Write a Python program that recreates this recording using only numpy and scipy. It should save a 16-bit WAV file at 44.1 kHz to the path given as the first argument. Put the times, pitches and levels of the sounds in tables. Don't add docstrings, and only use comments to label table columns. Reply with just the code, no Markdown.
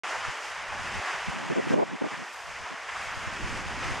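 import sys
import numpy as np
from scipy import signal
from scipy.fft import rfft, irfft, next_fast_len
from scipy.io import wavfile
from scipy.ndimage import uniform_filter1d, map_coordinates

SR = 44100
rng = np.random.default_rng(int(sys.argv[2]) if len(sys.argv) > 2 else 0)


def materialize(psi):
    bounded = np.clip(np.atleast_2d(psi).T, -1, 1)
    quanta = np.round(bounded * 32767).astype(np.int16)
    wavfile.write(sys.argv[1], SR, quanta)


N = 176400
T = np.arange(N) / SR

# f/Hz, common part over opposed part/dB
PORT_COMMON = [(40, -18.5), (110, -15.5), (250, -10.5), (500, -10.5), (1000, -2.5)]


def fountain(churn_db=0.5, flutter_db=0.14, sizzle_db=0.6):
    levels = [(0.04, -35, -49), (0.11, -35, -44.5), (0.22, -37, -49), (0.26, -36.5, -47.5),
              (0.4, -38.5, -49), (0.44, -38, -47), (0.65, -38.5, -51), (1.1, -34, -46.5),
              (1.55, -39, -51.5), (1.74, -36, -48.5), (1.75, -43, -54.5), (1.94, -44, -57),
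              (2.15, -39.5, -51.5), (2.18, -42, -53), (2.39, -42.5, -53), (2.69, -40.5, -51.5),
              (2.81, -41.5, -54), (2.95, -38, -49), (3.35, -38, -50), (3.54, -37, -47),
              (3.63, -38.5, -49.5), (3.87, -35, -46.5), (3.99, -36.5, -48), (4.0, -37, -46.5)]
    roar_spectrum = [(15, -11), (28, -2), (90, .5), (130, -3), (330, -3.5), (470, -5.5), (620, -4),
                     (800, -1), (1050, 0), (1300, -1), (1850, -0.35), (2500, -4.5), (3100, -8.5),
                     (3800, -16), (5000, -26.5), (9000, -74)]
    hiss_spectrum = [(1500, -38), (3200, -11.5), (4000, -7.5), (4900, 0.5), (5700, -2), (6500, -2),
                     (9200, -12), (11500, -24.5), (13000, -30), (15500, -47.5)]
    times, *columns = np.transpose(levels)
    roar_db, hiss_db = [np.interp(T, times, column) for column in columns]
    churn = churn_db * wobble(22.09)
    roar = stereo(patchy_noise(depth_db=0.78), lambda hz: along(roar_spectrum, hz), fountain_width)
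    hiss = stereo(patchy_noise(depth_db=0.55), lambda hz: along(hiss_spectrum, hz), fountain_width)
    roar *= amp(roar_db + 2 + churn + flutter_db * wobble(110))
    hiss *= amp(hiss_db + 0.5 + 1.2 * churn + sizzle_db * wobble(160))
    return roar + hiss


def fountain_width(hz):
    width = [(40, -8), (200, -7), (800, -23), (2000, -23), (3500, -16), (5000, -11.5), (9000, -9.5),
             (13000, -3)]
    return along(width, hz)


def splashes(attack_s=0.0072, half_width_octaves=0.69):
    impacts = [(.05, -46, 970, 0.051), (0.107, -37, 1500, 0.017), (.148, -34.5, 880, 0.01),
               (.245, -32, 1540, 0.011), (.435, -42, 885, 0.038), (.715, -34, 850, 0.019),
               (1.07, -41, 1010, 0.022), (1.31, -38, 950, 0.02), (2.03, -41, 900, 0.036),
               (2.125, -43, 1510, 0.024), (2.65, -40.5, 980, 0.067), (2.888, -31.5, 1570, 0.0068),
               (2.945, -35.5, 990, .03), (3.113, -36.5, 1560, 0.016), (3.823, -33, 1680, 0.022)]
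    out, t = np.zeros((2, N)), T[:8192]
    for start, db, centre, decay_s in impacts:
        def band_db(hz):
            octaves = np.log2((hz + 1) / centre)
            return -20 * np.log10(1 + (octaves / half_width_octaves) ** 4)
        noise = stereo(rng.standard_normal((2, len(t))), band_db, fountain_width)
        add(out, start, amp(db) * pulse(t, attack_s, decay_s) * noise)
    return out


def gas_burst(start_s=3.39, peak_db=-40.5):
    spectrum = [(15, -20), (32, 2), (50, -2), (80, -6), (120, -8), (170, -4.5), (350, -10), (500, -23),
                (1500, -70)]
    envelope = pulse(np.maximum(T - start_s, 0), attack_s=0.026, decay_s=0.09)
    rumble = stereo(rng.standard_normal((2, N)), lambda hz: along(spectrum, hz), fountain_width)
    return amp(peak_db) * envelope * rumble


def bass_dropouts(x, corner_hz=528, q=1, fall_s=0.0156, return_s=0.9, floor_db=-50):
    drops = [(0, 0), (.3, .32), (.998, 1.015), (1.3, 1.46), (1.62, 1.8), (1.85, 2.235), (2.645, 2.67)]
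    def high_pass(hz):
        s = 1j * hz / corner_hz
        return s * s / (s * s + s / q + 1)
    ramps = [np.maximum((start - T) / fall_s + 1, (T - end) / return_s) for start, end in drops]
    lowest_ramp = np.clip(np.min(ramps, axis=0), 0, 1)
    bass_share = np.maximum(lowest_ramp ** 1.08, amp(floor_db))
    return bass_share * x + (1 - bass_share) * filtered(x, high_pass)


def gusts(edge_s=0.0028):
    eddies = [(0.191, 0.024, -46, 120), (0.289, 0.023, -34.5, 93), (.8, .06, -45, 99),
              (.955, .025, -40, 110), (0.987, 0.021, -34, 85), (1.153, .025, -45, 146),
              (1.291, 0.023, -29, 116), (1.41, .17, -39.5, 220), (1.517, 0.036, -26.5, 280),
              (1.582, 0.048, -24, 380), (1.658, 0.11, -38, 204), (1.672, .012, -27.5, 320),
              (1.722, 0.041, -24, 304), (1.741, .009, -14.5, 370), (1.763, .012, -21.5, 330),
              (1.793, 0.039, -22, 420), (1.828, 0.018, -20.5, 452), (1.874, 0.09, -44, 220),
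              (1.939, 0.047, -34, 264), (2.021, 0.0092, -21, 334), (2.046, 0.0029, -25, 550),
              (2.057, 0.044, -30.5, 312), (2.131, 0.032, -40, 228), (2.204, .07, -42, 220),
              (2.502, 0.031, -51, 100), (2.636, 0.052, -55, 90), (2.728, 0.042, -43.5, 230),
              (3.172, 0.02, -36, 90), (3.28, 0.016, -31, 109), (3.44, 0.029, -29.5, 75),
              (3.544, 0.095, -40, 85), (3.686, .05, -39, 90), (3.78, .025, -44, 101), (3.86, .02, -34, 100),
              (3.908, 0.055, -34, 95)]
    spectrum = [(.1, -31), (.3, -15.5), (.55, -1.5), (1, 0), (1.6, -4.5), (2.5, -17), (4, -34.5), (10, -53),
                (30, -79)]
    out, t = np.zeros((2, N)), T[:8192] - T[4096]
    for middle, duration, db, centre in eddies:
        envelope = (1 + np.tanh((duration / 2 - abs(t)) / (2 * edge_s))) / 2
        puff = envelope * rng.standard_normal((2, len(t)))
        pressure = filtered(puff, lambda hz: amp(along(spectrum, hz / centre)))
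        common = filtered(unit(pressure[0]), lambda hz: amp(along(PORT_COMMON, hz)))
        opposed = unit(pressure[1])
        gain = amp(db) * np.sqrt(np.mean(envelope ** 2))
        add(out, middle + t[0], gain * np.array([common + opposed, common - opposed]))
    return out


def breeze(level_db=-45, lumps_db=3):
    spectrum = [(15, -18), (40, 4.5), (90, -5.5), (160, -1.5), (400, -36.5), (1500, -60)]  # f/Hz, relative spectral density/dB
    noise = rng.standard_normal((2, N))
    air = stereo(noise, lambda hz: along(spectrum, hz), lambda hz: -along(PORT_COMMON, hz))
    return amp(level_db) * unit(air * amp(lumps_db * wobble(24.04)))


def leaves(grain_db=3):
    rustles = [(.45, .08, -62), (1.12, .06, -71), (1.705, .022, -60), (2.34, .004, -56), (2.38, 0.099, -61),
               (3.04, .02, -61), (3.15, 0.055, -62)]
    spectrum = [(3000, -20), (7000, 6), (12000, -1), (14000, -9), (15500, -16)]  # f/Hz, relative spectral density/dB
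    swell = sum(amp(db) * np.exp(-((T - middle) / sigma) ** 2 / 2) for middle, sigma, db in rustles)
    noise = stereo(rng.standard_normal((2, N)), lambda hz: along(spectrum, hz), lambda hz: 0)
    return swell * unit(noise * amp(grain_db * wobble(240)))


def amp(db):
    return 10 ** (np.asarray(db) / 20)


def unit(x):
    return x / np.sqrt(np.mean(x ** 2) + 1e-20)


def along(points, hz):
    freqs, values = np.transpose(points)
    return np.interp(np.log(hz + 1e-6), np.log(freqs), values)


def pulse(t, attack_s, decay_s):
    envelope = (1 - np.exp(-t / attack_s)) * np.exp(-t / decay_s)
    return envelope / envelope.max()


def wobble(knots_per_s):
    return map_coordinates(rng.standard_normal(1024), [T * knots_per_s], mode="mirror")


def filtered(x, response):
    n = x.shape[-1]
    padded = next_fast_len(n + 8192)
    return irfft(rfft(x, padded) * response(np.fft.rfftfreq(padded, 1 / SR)), padded)[..., :n]


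def stereo(pair, colour_db, side_db):
    mid, side = filtered(pair, lambda hz: amp([colour_db(hz), colour_db(hz) + side_db(hz)]))
    return unit(np.array([mid + side, mid - side]))


def patchy_noise(depth_db):
    spectra = signal.stft(rng.standard_normal((2, N)), nperseg=512)[2]
    patches = uniform_filter1d(rng.standard_normal(spectra.shape[1:]), size=9, axis=0)
    patches = uniform_filter1d(patches, size=6, axis=1)
    return signal.istft(spectra * amp(depth_db * unit(patches)), nperseg=512)[1][:, :N]


def add(out, start_s, sound):
    i = round(start_s * SR)
    part = sound[:, max(-i, 0):max(N - i, 0)]
    out[:, max(i, 0):][:, :part.shape[1]] += part


def scene():
    return bass_dropouts(fountain() + splashes() + breeze()) + gusts() + leaves() + gas_burst()


def record(dry, start_s=0.035, balance_db=0.13, top_hz=15700):
    gated = dry * (T > start_s)
    balance = amp([[-balance_db], [balance_db]])
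    return filtered(gated * balance, lambda hz: hz < top_hz)


dry = scene()
out = record(dry)
materialize(out)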